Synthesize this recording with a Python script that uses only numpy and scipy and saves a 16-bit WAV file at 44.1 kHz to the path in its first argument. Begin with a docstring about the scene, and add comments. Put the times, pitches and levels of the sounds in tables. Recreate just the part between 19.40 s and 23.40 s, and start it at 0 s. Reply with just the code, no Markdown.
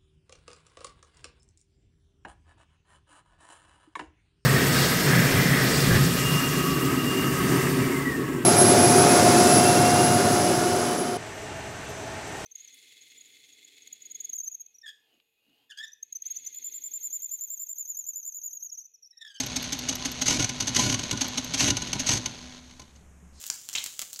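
"""A motor-driven mechanical calculator works through a sum, close to the microphone on a wooden table.
Its carriage steps along in runs, six steps a second; levers and latches strike steel inside the metal
case, and the pins of the counting drum grind round in four bursts. Gear teeth whirr underneath until
the motor coasts down, with a few faint last clacks. Behind it lies a quiet furnished room: air, a low
hum, soft bumps on the table and a hiss that swells at the very end."""
import sys
import numpy as np
from scipy import signal
from scipy.fft import rfft, irfft, next_fast_len
from scipy.io import wavfile
from scipy.ndimage import map_coordinates

SR = 44100
rng = np.random.default_rng(int(sys.argv[2]) if len(sys.argv) > 2 else 0)


def generate_wav(sig):
    """Save sig (samples, or channels by samples) to the path in sys.argv[1] as 16-bit PCM at SR."""
    pcm = np.round(np.clip(np.atleast_2d(sig).T, -1, 1) * 32767).astype(np.int16)
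    wavfile.write(sys.argv[1], SR, pcm)


N = 176400
CLACK_T60_S, CLACK_RISE_S = 0.032, 0.002
FRAME_DETUNE = 0.012  # relative pitch scatter from blow to blow

# steel on steel inside the case, heard from close by (f/Hz, gain/dB)
STEEL_COLOUR = [(60, -48), (300, -10), (600, -19), (900, -13.5), (1200, -11.5), (1700, -8), (2300, -3),
                (3300, -2.5), (4300, 1), (5200, -3), (5900, 3), (6550, 5.5), (7100, -8), (8000, -9),
                (8800, -16), (11800, -16.5), (13300, -50), (14800, -49)]
# resonances of the metal case (f/Hz, width/Hz, gain/dB)
CASE_MODES = [(603, 23, 2.5), (763, 44, -6.5), (1012, 18, 4.5), (1475, 22, 0.5), (2200, 25, 1.5),
              (2937, 25, -1.5), (6374, 117, -2.5)]
# brief high treble fizz on some clacks (f/Hz, gain/dB)
FIZZ_COLOUR = [(3000, -36.5), (8000, -16.5), (13400, 4.5), (14800, -17.5)]
# ring of the carriage (f/Hz, gain/dB, t60/s)
CARRIAGE_MODES = [(638, -13.5, 0.077), (825, -10.5, 0.071)]
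# carriage landings (t/s, level/dB, fizz gain/dB)
CARRIAGE_STEPS = [(.001, -18.5, -12), (0.165, -17.5, -14), (0.328, -18, -10), (0.492, -16.5, -15),
                  (0.656, -17.5, -21.5), (0.82, -17, -13.5), (1.277, -17.5, -38.5), (1.815, -16, -27),
                  (1.98, -17, -44), (2.143, -16.5, -35), (2.600, -18.5, -17.5)]
def carriage():
    """Each step: the pawl engages, then the carriage lands with a thump and rings."""
    pawl_lead_s, thump_lead_s = 0.0074, 0.00385  # both start ahead of the landing
    steel, treble, body = np.zeros((3, N))
    for s, db, fizz_db in CARRIAGE_STEPS:
        add(steel, s - pawl_lead_s, amp(db + 3.5) * crack(t60=0.058, rise=0.0085))
        add(steel, s, amp(db) * crack(CLACK_T60_S))
        for onset in (s - pawl_lead_s / 2, s):
            add(treble, onset, amp(fizz_db) * fizz())
        thump = amp(db - 5) * ring(detuned(268, FRAME_DETUNE), t60=0.11, rise=0.0078)
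        ringing = sum(amp(db + gain) * ring(detuned(hz, 0.016), t60, rise=0.015)
                      for hz, gain, t60 in CARRIAGE_MODES)
        add(body, s - thump_lead_s, thump + ringing)
    return coloured(steel, STEEL_COLOUR, CASE_MODES) + coloured(treble, FIZZ_COLOUR) + body


# lever blows inside the case (t/s, clack level/dB, thud level/dB, knock level/dB)
LEVER_BLOWS = [(.034, -23.5, -28, -34), (0.241, -23, -41, -46), (0.526, -23.5, -41, -41),
               (0.859, -20, -27, -50), (.881, -10, -30, -25.5), (0.906, -12.5, -19, -43),
               (0.923, -16.5, -31, -29), (0.995, -16, -17.5, -30.5), (1.002, -18.5, -24, -24.5),
               (1.024, -16.5, -26, -32), (1.043, -14.5, -35, -31), (1.093, -17, -29, -30),
               (1.205, -13.5, -29, -30), (1.223, -22, -26.5, -46), (1.291, -22.5, -30, -43),
               (1.347, -16.5, -56, -54), (1.36, -16, -21, -46), (1.365, -12.5, -28.5, -31),
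               (1.392, -13.5, -33, -22.5), (1.437, -21, -22.5, -39), (1.462, -20, -18, -29),
               (1.497, -15.5, -19, -28), (1.525, -14.5, -24.5, -30), (1.543, -15, -25, -27),
               (1.592, -19.5, -29, -34), (1.633, -21, -33.5, -55), (1.728, -22, -19, -27.5),
               (1.773, -24.5, -32, -46), (1.844, -25.5, -29, -40), (2.206, -11.5, -36, -39),
               (2.212, -17, -40, -43), (2.231, -19, -19.5, -36), (2.281, -13.5, -20, -28),
               (2.303, -9.5, -21.5, -36), (2.320, -37, -21.5, -28), (2.42, -20.5, -27, -34),
               (2.473, -25.5, -42, -49), (2.553, -28, -25.5, -30), (2.69, -11.5, -26, -28),
               (2.716, -14, -39, -43), (2.734, -22, -22.5, -38), (3.308, -43, -60, -55),
               (3.418, -39, -45, -47), (3.559, -47, -62, -63)]
def levers():
    """Levers slide, strike their stops, jolt the frame, knock the panels and ring."""
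    steel, body = np.zeros((2, N))
    for s, clack_db, thud_db, knock_db in LEVER_BLOWS:
        slide = scrape()
        add(steel, s - len(slide) / SR, amp(clack_db) * slide)
        add(steel, s, amp(clack_db) * crack(CLACK_T60_S))
        add(body, s, amp(thud_db) * thud() + amp(knock_db) * knock() + amp(clack_db) * clang())
    return coloured(steel, STEEL_COLOUR, CASE_MODES) + body


# latches shutting (t/s, clack level/dB, fizz gain/dB, thud level/dB, knock level/dB)
LATCH_BLOWS = [(1.201, -22.5, -25, -42, -32), (1.7104, -14, -22, -33, -39), (2.368, -15.5, -21, -28, -31.5),
               (2.530, -15, -17, -28, -30.5), (2.858, -16.5, -34.5, -28.5, -31),
               (3.395, -33, -46, -45, -41.5)]
def latches():
    """Sprung latches shut without sliding: a sudden crack, heard with a brief treble fizz."""
    steel, treble, body = np.zeros((3, N))
    for s, clack_db, fizz_db, thud_db, knock_db in LATCH_BLOWS:
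        add(steel, s, amp(clack_db) * crack(t60=0.033, rise=0.0016))
        add(treble, s, amp(fizz_db) * fizz())
        add(body, s, amp(thud_db) * thud() + amp(knock_db) * knock() + amp(clack_db) * clang())
    return coloured(steel, STEEL_COLOUR, CASE_MODES) + coloured(treble, FIZZ_COLOUR) + body


def crack(t60, rise=CLACK_RISE_S, colour_db=1.5, colour_width_hz=446):
    """A dying burst of noise with a colour of its own, as when many tiny steel parts ring."""
    spectrum = rfft(rng.standard_normal(SR // 3))
    hz = np.fft.rfftfreq(SR // 3, 1 / SR)
    colour = map_coordinates(rng.standard_normal(256), [hz / colour_width_hz], mode="wrap")
    return decay(t60, rise) * unit(irfft(spectrum * amp(colour_db * colour), SR // 3))


def fizz():
    """A very short burst of noise for the treble fizz on some clacks."""
    return amp(-20.5) * crack(t60=0.012, rise=0.0016)


def scrape(swell_s=0.0018):
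    """A quick swell of sliding contact, ending at the blow."""
    t = np.arange(SR // 50) / SR
    return amp(-10) * np.exp(-t[::-1] / swell_s) * rng.standard_normal(len(t))


# modes of the frame and the table top under it (f/Hz, gain/dB, t60/s)
FRAME_MODES = [(61, -13.5, 0.11), (108.6, -9, 0.22), (127, -7, 0.15), (214.4, -7, 0.13), (251.8, -7.5, .16),
               (282, -5.5, 0.117), (369, -9, 0.084), (578, -20.5, 0.11), (1456, -12, 0.088)]
def thud():
    """The frame and table answer a blow with their low modes."""
    return sum(amp(db + rng.normal()) * ring(detuned(hz, FRAME_DETUNE), t60, rise=0.0037)
               for hz, db, t60 in FRAME_MODES)


# hollow modes of the case panels (f/Hz, gain/dB, t60/s)
PANEL_MODES = [(433, -8.5, 0.037), (596, -9, 0.051), (808, -4.5, .055), (1008, -6, 0.11)]
def knock():
    """The panels answer a blow, differently for every spot that is struck."""
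    return sum(amp(db + 2 * rng.normal()) * rng.choice([-1, 1])
               * ring(detuned(hz, 0.05), t60, rise=0.0025) for hz, db, t60 in PANEL_MODES)


# modes of the steel levers (f/Hz, gain/dB, t60/s)
LEVER_MODES = [(2934, -14.5, 0.059), (4200, -27, 0.039), (6070, -8, 0.022), (6445, -19, 0.029)]
def clang():
    """A struck lever rings in its modes, a little differently each time."""
    return sum(amp(db + 2 * rng.normal()) * ring(detuned(hz, 0.009), t60, rise=0.00096)
               for hz, db, t60 in LEVER_MODES)


# the frame shaking under the drum (f/Hz, gain/dB)
SHAKE_COLOUR = [(20, -38), (50, -15.5), (122, 1), (165, -8.5), (215, -1), (290, 0.5), (400, -16),
                (800, -14), (4000, -82.5)]
# turns of the counting drum (t/s, length/s, level/dB, sag/(dB/s))
DRUM_TURNS = [(0.855, 0.12, -23.5, 45), (0.982, 0.052, -30.5, 66), (1.354, 0.17, -21.5, 66),
              (2.173, 0.12, -25.5, -7), (2.659, 0.12, -25.5, 27)]
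def drum(shake_lag_s=0.023):
    """Pins rattle through the counter wheels and shake the frame a moment later."""
    t = clock()
    pins = drum_effort(t) * chatter(rate=520, jitter=0.2, scatter_db=3, t60=0.02)
    shake = drum_effort(t - shake_lag_s) * rng.standard_normal(N)
    rattle = shifting(coloured(pins, STEEL_COLOUR, CASE_MODES))
    return rattle + amp(-8) * coloured(shake, SHAKE_COLOUR, CASE_MODES)


def drum_effort(t, rise_s=0.009, fall_s=0.005):
    """Each turn takes up load quickly, sags or swells a little, and lets go."""
    effort = np.zeros(N)
    for s, length, db, sag in DRUM_TURNS:
        take_up = np.clip((t - s) / rise_s, 0, 1)
        load = amp(db - sag * np.clip(t - s, 0, length))
        release = np.exp(-np.maximum(t - s - length, 0) / fall_s)
        effort += take_up * load * release
    return effort


def shifting(x, depth_db=2.5, width_hz=170, span_s=0.03):
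    """Moving parts keep changing which resonances stand out."""
    hz, t, spectra = signal.stft(x, SR, nperseg=1024)
    grid = np.meshgrid(hz / width_hz, t / span_s, indexing="ij")
    gain = amp(depth_db * map_coordinates(rng.standard_normal((160, 160)), grid, mode="wrap"))
    return signal.istft(spectra * unit(gain), SR, nperseg=1024)[1][:N]


# return spring, between carriage steps (t/s, level/dB)
SPRING_TICKS = [(0.063, -22), (0.226, -24), (.389, -23.5), (0.553, -21), (.716, -24), (1.88, -23.5),
                (2.044, -26.5)]
def spring(ping_hz=11850):
    """Each tick of the return spring carries a short high ping of three close modes."""
    steel, pings = np.zeros((2, N))
    for s, db in SPRING_TICKS:
        add(steel, s, amp(db) * crack(CLACK_T60_S))
        ping = sum(ring(ping_hz + rng.normal(0, 140), t60=0.023, rise=0.0011) for _ in range(3))
        add(pings, s, amp(db - 12) * ping)
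    return coloured(steel, STEEL_COLOUR, CASE_MODES) + pings


# running gears, heard from close by (f/Hz, gain/dB)
GEAR_COLOUR = [(60, -9.5), (180, 4.5), (300, 1), (500, -2.5), (900, -1.5), (1200, -4.5), (2400, -1.5),
               (4300, 3), (5100, -4.5), (6500, 2), (7300, -12), (9000, -18), (12000, -25), (14500, -69)]
# mains lines of the motor (f/Hz, level/dB)
MAINS_LINES = [(60, -54), (120, -51)]
# rumble of the driven shafts (f/Hz, gain/dB)
SHAFT_COLOUR = [(25, -17.5), (70, -7), (150, -0.5), (600, -23), (3000, -75.5)]
def motor(off_s=2.75, coast_s=0.93, tooth_hz=121.6, drone_hz=248.5):
    """Gear teeth chatter over whirr, hum and rumble; after switch-off the teeth slow and all fades."""
    t = clock()
    since_off = np.maximum(t - off_s, 0)
    speed = np.sqrt(np.clip(1 - since_off / coast_s, 0, 1))
    teeth = chatter(tooth_hz * speed, jitter=0.228, scatter_db=1.5, t60=0.036)
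    whirr = amp(-2) * rng.standard_normal(N)  # smooth rubbing of the shafts
    gear_level = speed * amp(-40.5 - 21 * since_off + wobble(25.24))
    gears = coloured((teeth + whirr) * gear_level, GEAR_COLOUR, CASE_MODES)
    hum = sum(amp(db) * np.sin(2 * np.pi * hz * t + 0.17 * wobble(26)) for hz, db in MAINS_LINES)
    hum *= np.exp(-since_off / 0.043)
    # the frame sings with the running gears, at one rough pitch
    flutter = 1 + 0.22 * (wobble(14) + 1j * wobble(14))
    drone = speed * amp(-45 - 18.5 * since_off) * np.real(flutter * np.exp(2j * np.pi * drone_hz * t))
    rumble = amp(-47 - 33.5 * since_off) * coloured(rng.standard_normal(N), SHAFT_COLOUR)
    return gears + rumble + np.sqrt(2) * (hum + drone)


def room_tail(x):
    """The furnished room sends a short tail back to the microphone."""
    tail = decay(t60=0.24, rise=0.0084) * rng.standard_normal(SR // 3)
    return signal.fftconvolve(x, tail / np.linalg.norm(tail))[:N]


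# air of the quiet room (f/Hz, gain/dB)
AIR_COLOUR = [(20, 3), (70, -6.5), (200, -1), (400, -14), (1000, -16.5), (2500, -22), (4500, -37),
              (6600, -19.5), (9000, -28.5), (13000, -36), (14500, -58.5)]
# low hum in the room (f/Hz, level/dB)
ROOM_LINES = [(70, -56.5)]
def room_tone(waver=0.35):
    """Steady air and a wavering hum lie behind the machine."""
    air = amp(-57.5) * coloured(rng.standard_normal(N), AIR_COLOUR)
    hum = sum(amp(db) * (1 + waver * wobble(26)) * np.sin(2 * np.pi * hz * clock() + waver * wobble(13))
              for hz, db in ROOM_LINES)
    return air + np.sqrt(2) * hum


# modes of the wooden table (f/Hz, gain/dB, t60/s)
WOOD_MODES = [(179.5, 1.5, .11), (414, -5.5, 0.063)]
# soft bumps on the table (t/s, level/dB)
TABLE_BUMPS = [(3.607, -45.5), (3.709, -52.5), (3.824, -46), (3.858, -50.5)]
def table_bumps():
    """Each soft bump sets the wood ringing briefly."""
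    bump = sum(amp(gain) * ring(hz, t60, rise=0.0042) for hz, gain, t60 in WOOD_MODES)
    track = np.zeros(N)
    for s, db in TABLE_BUMPS:
        add(track, s, amp(db) * bump)
    return track


# faint hiss in the background (f/Hz, gain/dB)
HISS_COLOUR = [(2500, -26), (4200, -3), (6500, -5), (9000, -11), (10000, -38)]
def hiss(start_s=3.92, rise_s=0.099):
    """A soft hiss swells at the very end."""
    swell = np.clip((clock() - start_s) / rise_s, 0, 1)
    return amp(-54.5) * swell * coloured(rng.standard_normal(N), HISS_COLOUR)


def chatter(rate, jitter, scatter_db, t60):
    """A train of uneven contacts, rate a second, each a dying burst of noise; rms 1."""
    timing, strength = rng.standard_normal((4000, 2)).T
    count = np.cumsum(rate * np.ones(N)) / SR
    onsets = np.searchsorted(count, np.arange(len(timing)) + jitter * timing)
    impacts = np.bincount(onsets, amp(scatter_db * strength) ** 2, N + 1)[:N]
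    power = np.abs(signal.fftconvolve(impacts, decay(t60, rise=0.000083) ** 2)[:N])
    return unit(np.sqrt(power) * rng.standard_normal(N))


def coloured(x, points, modes=()):
    """Causal filter of unit power: (f/Hz, gain/dB) points with ringing modes on top."""
    size = 2 * next_fast_len(N)
    f = np.fft.rfftfreq(size, 1 / SR)
    hz, db = np.transpose(points)
    cepstrum = irfft(np.log(amp(np.interp(np.log(f + 1), np.log(hz), db))))
    cepstrum[1:size // 2] *= 2  # fold to minimum phase
    cepstrum[size // 2 + 1:] = 0
    resonances = sum(amp(gain) * 1j * f * width / (centre ** 2 - f ** 2 + 1j * f * width)
                     for centre, width, gain in modes)
    response = np.exp(rfft(cepstrum)) * (1 + resonances)
    return irfft(rfft(x, size) * unit(response), size)[:N]


def ring(hz, t60, rise):
    """One damped mode."""
    return decay(t60, rise) * np.sin(2 * np.pi * hz * np.arange(SR // 3) / SR)


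def decay(t60, rise):
    """Envelope of one blow; times in seconds."""
    t = np.arange(SR // 3) / SR
    return np.exp(-np.log(1000) * t / t60) * (1 - np.exp(-t / rise))


def wobble(rate):
    """A smooth random curve, rate knots a second."""
    return map_coordinates(rng.standard_normal(2048), [clock() * rate], mode="wrap")


def add(track, s, sound):
    """Mix a sound into the track at time s."""
    part = track[max(round(s * SR), 0):][:len(sound)]
    part += sound[:len(part)]


def detuned(hz, scatter):
    return hz * (1 + scatter * rng.normal())


def amp(db):
    return 10 ** (np.asarray(db) / 20)


def unit(x):
    return x / np.sqrt(np.mean(np.abs(x) ** 2) + 1e-20)


def clock():
    return np.arange(N) / SR


def scene():
    """One microphone close to the calculator, with the room well below the direct sound."""
    machine = carriage() + levers() + latches() + drum() + motor()
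    reflections = amp(-17) * room_tail(machine)
    return (machine + reflections + spring() + room_tone() + table_bumps() + hiss())[None]


def record(dry):
    """The recorder keeps nothing above its band limit."""
    top_hz = 14800
    size = next_fast_len(N + SR // 2)
    passband = np.fft.rfftfreq(size, 1 / SR) < top_hz
    return irfft(rfft(dry, size) * passband, size)[..., :N]


dry = scene()
out = record(dry)
generate_wav(out)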